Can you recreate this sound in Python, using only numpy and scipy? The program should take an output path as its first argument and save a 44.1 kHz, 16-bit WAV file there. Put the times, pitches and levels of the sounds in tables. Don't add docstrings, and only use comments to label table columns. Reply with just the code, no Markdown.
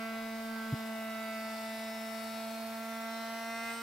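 import sys
import numpy as np
from scipy.fft import rfft, irfft, next_fast_len
from scipy.io import wavfile
from scipy.ndimage import uniform_filter1d, map_coordinates

SR = 44100
rng = np.random.default_rng(int(sys.argv[2]) if len(sys.argv) > 2 else 0)


def dump_mix(stems):
    frames = np.atleast_2d(stems).T
    limited = np.clip(frames, -1, 1)
    pcm = np.round(limited * 32767).astype(np.int16)
    wavfile.write(sys.argv[1], SR, pcm)


N = 168462

# (time [s], turn rate [Hz])
MOTOR_SPEED = [(0.0, 224.1), (0.52, 223.9), (0.65, 222.8), (1.4, 221.4), (2.5, 223.5), (3.41, 227),
               (3.82, 229.9)]
NOMINAL_HZ = MOTOR_SPEED[0][1]


def amp(db):
    return 10 ** (np.asarray(db) / 20)


def along(points, key):
    keys, values = np.transpose(points)
    return np.interp(np.log(key + 1), np.log(keys + 1), values)


def curve(rows):
    return np.interp(np.arange(N) / SR, *np.transpose(rows))


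def wobble(rate_hz):
    knots = rng.standard_normal(1024)
    grid = np.linspace(0, N, 2048)
    spline = map_coordinates(knots, [grid * rate_hz / SR], mode="wrap")
    return np.interp(np.arange(N), grid, spline)


def filtered(x, response):
    size = next_fast_len(N + SR // 4)
    return irfft(rfft(x, size) * response(np.fft.rfftfreq(size, 1 / SR)), size)[..., :N]


def steady(x):
    power = uniform_filter1d(np.mean(x ** 2, axis=0), size=8192)
    return x / np.sqrt(abs(power) + 1e-12)


def noise(spectrum, gate=1):
    # (frequency [Hz], correlation [-1..1])
    likeness = [(30, 0.85), (200, 1), (600, 0.89), (1200, 0.44), (2500, 0.35), (5000, 0.41), (9000, .1),
                (15000, .03)]

    def mid_side_gains(hz):
        spread_rad = np.arccos(along(likeness, hz)) / 2
        return amp(along(spectrum, hz)) * [np.cos(spread_rad), np.sin(spread_rad)]

    mid, side = filtered(gate * rng.standard_normal((2, N)), mid_side_gains)
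    stereo = np.array([mid + side, mid - side])
    return stereo / np.sqrt(np.mean(stereo ** 2) + 1e-20)


def rumble():
    # (time [s], level [dB])
    level = [(0, -82), (.2, -74), (.45, -71), (.6, -77), (.72, -68), (.79, -94), (3.82, -93)]
    # (frequency [Hz], relative density [dB])
    spectrum = [(15, 7), (30, 18), (55, -8), (100, -28), (250, -40), (1000, -90)]
    return amp(curve(level)) * noise(spectrum)


def thump():
    start_s, length_s, attack_s, release_s = 0.7238, 0.0228, 0.0042, 0.0038
    pitch_hz, low_cut_hz = 134, 50
    t = np.arange(N) / SR - start_s
    envelope = np.clip(t / attack_s, 0, 1) * np.clip((length_s - t) / release_s, 0, 1)
    phase = 2 * np.pi * pitch_hz * t
    burst = amp(-25) * envelope * (np.sin(phase) + amp(-11) * np.sin(2 * phase))
    return filtered(burst, lambda hz: hz ** 2 / (hz ** 2 + low_cut_hz ** 2))


def fan():
    # (frequency [Hz], relative density [dB])
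    spectrum = [(40, -28), (65, -14.5), (95, -8.5), (140, -15.5), (250, -7.5), (340, -16.5), (480, -7.5),
                (620, -3), (780, 1.5), (1000, -1), (1300, -4), (1900, -3), (2600, -6.5), (4000, -14),
                (8000, -28)]
    return amp(-51.5) * noise(spectrum)


def paper(angle):
    # (time [s], base level [dB])
    level = [(0.0, -62.5), (0.15, -62), (0.96, -60.5), (1.23, -60), (2.81, -59), (3.62, -61), (3.65, -58),
             (3.8, -61.5), (3.82, -58)]
    # (frequency [Hz], relative density [dB])
    scrape_spectrum = [(800, -32), (2200, -9.5), (3600, 1.5), (5200, 1), (6500, -2.5), (8300, -2.5),
                       (9700, -11.5), (12000, -10), (15800, -20)]
    fizz_spectrum = [(3000, -20), (7000, -13.5), (9700, -3.5), (12000, 2), (14000, -.5), (15800, -4)]
    stroke = np.exp(0.22 * np.cos(angle) + 0.34 * np.cos(2 * angle))
    grain = amp(wobble(rate_hz=250))
    scrape = amp(3) * noise(scrape_spectrum, gate=stroke * grain)
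    fizz = amp(4) * noise(fizz_spectrum, gate=stroke ** 0.61)
    return amp(curve(level)) * (scrape + fizz)


def panel_db(place, tables, key):
    return np.interp(place, np.arange(len(tables)), [along(table, key) for table in tables])


def spots_db(order):
    # (time [s], length [s], order [-], boost [dB])
    spots = [(.59, 0.26, 7, 8), (1.06, .45, 13, 9.5), (1.43, .32, 22, 9), (1.547, 0.74, 2, -3.5),
             (2.25, 0.28, 24, 2), (2.55, .45, 9, -9.5), (2.62, .4, 19, 8), (3.08, .35, 7, 4),
             (3.17, 0.18, 18, 5), (3.765, 0.15, 36, 9.5), (3.8, 0.36, 2, 6.5)]
    t = np.arange(N) / SR
    return sum(boost_db * np.exp(-(2 * (t - time_s) / length_s) ** 2)
               for time_s, length_s, k, boost_db in spots if k == order)


def partial(angle, order, level_db, fade_db=0, fade_hz=2.396, pan_db=0):
    # (time [s], position [-1 left, 1 right])
    across = [(0, -.9), (.7, -1.2), (1.6, -0.71), (2.1, 0.26), (2.6, 0.57), (3.1, 0.56), (3.82, 0.61)]
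    flutter_db, flutter_hz = 0.6, 35
    scatter_rad, drift_rad = 1.22, 0.48
    lead_s, direct_hz = 0.00015, 1110
    hz = order * NOMINAL_HZ
    level_db = level_db + spots_db(order) + fade_db * wobble(fade_hz) + flutter_db * wobble(flutter_hz)
    phase = order * angle + scatter_rad * rng.standard_normal() + drift_rad * wobble(fade_hz)

    leftward = -curve(across) / (1 + (hz / direct_hz) ** 6)
    diffuse = (hz / 850) ** 0.48 * min(fade_db, 1)
    apart_rad = np.pi * hz * lead_s * leftward + 0.23 * diffuse * wobble(fade_hz)
    direction_db = 1.5 * leftward * min(2 * hz / direct_hz, 1)
    lean = amp((pan_db + direction_db + 2.5 * diffuse * wobble(fade_hz)) / 2)
    gains = amp(level_db) * np.array([lean, 1 / lean]) * 2 / (lean + 1 / lean)
    phases = np.array([phase + apart_rad, phase - apart_rad], dtype=np.float32)
    return np.sqrt(2) * gains * np.sin(phases)


def rattle(angle, place):
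    # (time [s], base level [dB])
    level = [(0.0, -54), (0.46, -55), (0.74, -55), (0.77, -51.5), (0.9, -55.5), (1.81, -50.5),
             (2.01, -52.5), (2.34, -50.5), (2.8, -55), (3.04, -54), (3.15, -49.5), (3.48, -51),
             (3.82, -48.5)]
    # (frequency [Hz], relative level [dB])
    front = [(2900, 0.5), (3130, 0), (3350, -5), (3600, -1), (4200, -4), (4500, -3), (4900, -1),
             (5500, -7.5), (6500, -15), (8200, -12.5), (11000, -23)]
    middle = [(2880, 1), (3120, -12), (3350, -9), (3770, 3), (4220, -7.5), (4440, -3.5), (4880, -4),
              (5110, -8.5), (5340, 2.5), (5800, -12), (6800, -18), (8400, -9.5), (11000, -14)]
    back = [(2900, -3.5), (3350, -8), (3620, 3), (3850, -5), (4100, 2.5), (4700, -8), (5000, -2.5),
            (5600, -1), (6100, -14), (7000, -16), (8150, -9), (8800, -16), (11000, -18)]
    partials = 0
    for order in range(13, 48):
        colour_db = panel_db(place, (front, middle, back), order * NOMINAL_HZ)
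        partials += partial(angle, order, colour_db, fade_db=3.2, fade_hz=4.5)
    return amp(curve(level) - 1.5) * steady(partials)


def buzz(angle, place):
    # (time [s], base level [dB])
    hum_early, hum_late = [
        [(0.0, -44), (0.022, -46), (0.538, -44), (0.68, -44.5)],
        [(0.8, -45), (1.58, -48), (2.87, -47), (3.78, -51)],
    ]
    drone_level = [(0.0, -46), (0.03, -46), (0.48, -47), (0.58, -52.5), (1.0, -44), (2.32, -45.5),
                   (2.5, -44), (2.84, -46), (3.38, -45), (3.51, -44), (3.73, -48.5), (3.82, -62)]
    whine_level = [(0.0, -48.5), (0.18, -52), (0.34, -58), (0.61, -49.5), (0.87, -55), (1.15, -47.5),
                   (1.62, -49.5), (1.75, -57), (2.32, -51), (2.63, -54), (2.95, -48.5), (3.44, -51.5),
                   (3.73, -45.5), (3.82, -44.5)]
    mid_level = [(0.0, -45.5), (0.15, -46.5), (0.41, -50), (0.61, -45.5), (0.79, -49.5), (1.34, -46),
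                 (1.58, -49.5), (1.7, -47.5), (2.65, -54), (3.01, -48), (3.32, -48), (3.71, -41),
                 (3.74, -47), (3.82, -50)]
    # (time [s], left minus right [dB])
    whine_pan = [(0, -10), (.7, -12), (1.15, -8.5), (1.6, 5), (2.1, 13), (2.6, 3), (3.1, -1), (3.82, -5.5)]
    # (order [-], relative level [dB])
    front = [(1, 0), (2, -9.5), (3, -5), (4, -16), (5, -9), (6, -11), (7, -7), (8, -22), (9, -8), (10, -14),
             (11, -17), (12, -18)]
    middle = [(1, 0), (2, -13.5), (3, 1), (4, -13), (5, -22.5), (6, -0.5), (7, -13), (8, -17), (9, -7),
              (10, -12), (11, -20), (12, -15)]
    back = [(1, 0), (2, -14.5), (3, 0), (4, -9.5), (5, -6), (6, -3), (7, -10.5), (8, -14.5), (9, -5.5),
            (10, -15), (11, -10.5), (12, -16.5)]

    def coloured(orders, fade_db):
        return sum(partial(angle, k, panel_db(place, (front, middle, back), k), fade_db) for k in orders)

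    hum = partial(angle, order=1, level_db=curve([*hum_early, *hum_late]) + 2.5)
    drone = partial(angle, order=3, level_db=curve(drone_level))
    whine = partial(angle, order=6, level_db=curve(whine_level) - 0.16, pan_db=curve(whine_pan))
    low = amp(-45) * coloured((2, 4, 5), fade_db=1.2)
    mid = amp(curve(mid_level) - 0.5) * steady(coloured(range(7, 13), fade_db=1.8))
    return hum + drone + whine + low + mid


def scene():
    # (time [s], place [0 front edge, 1 middle, 2 back edge])
    path = [(0, 0.16), (.7, 0.056), (1.1, 0.78), (1.5, 0.93), (2.4, 1.07), (3.1, 1.77), (3.82, 1.83)]
    # (frequency [Hz], left minus right [dB])
    balance = [(60, 1), (220, -2), (670, -2.1), (900, -1), (1300, 1), (2500, 1.1), (5000, -0.5), (7500, 5),
               (10000, 7), (12000, 3.5), (15000, 8.5)]
    jitter_turns = 0.0021 * wobble(rate_hz=70)
    angle = 2 * np.pi * (np.cumsum(curve(MOTOR_SPEED)) / SR + jitter_turns)
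    place = curve(path)
    sander = fan() + buzz(angle, place) + rattle(angle, place) + paper(angle)
    sander = filtered(sander, lambda hz: amp(np.outer([0.5, -0.5], along(balance, hz))))
    return sander + thump() + rumble()


def record(dry):
    top_hz = 15800
    return filtered(dry, lambda hz: hz < top_hz)


dry = scene()
out = record(dry)
dump_mix(out)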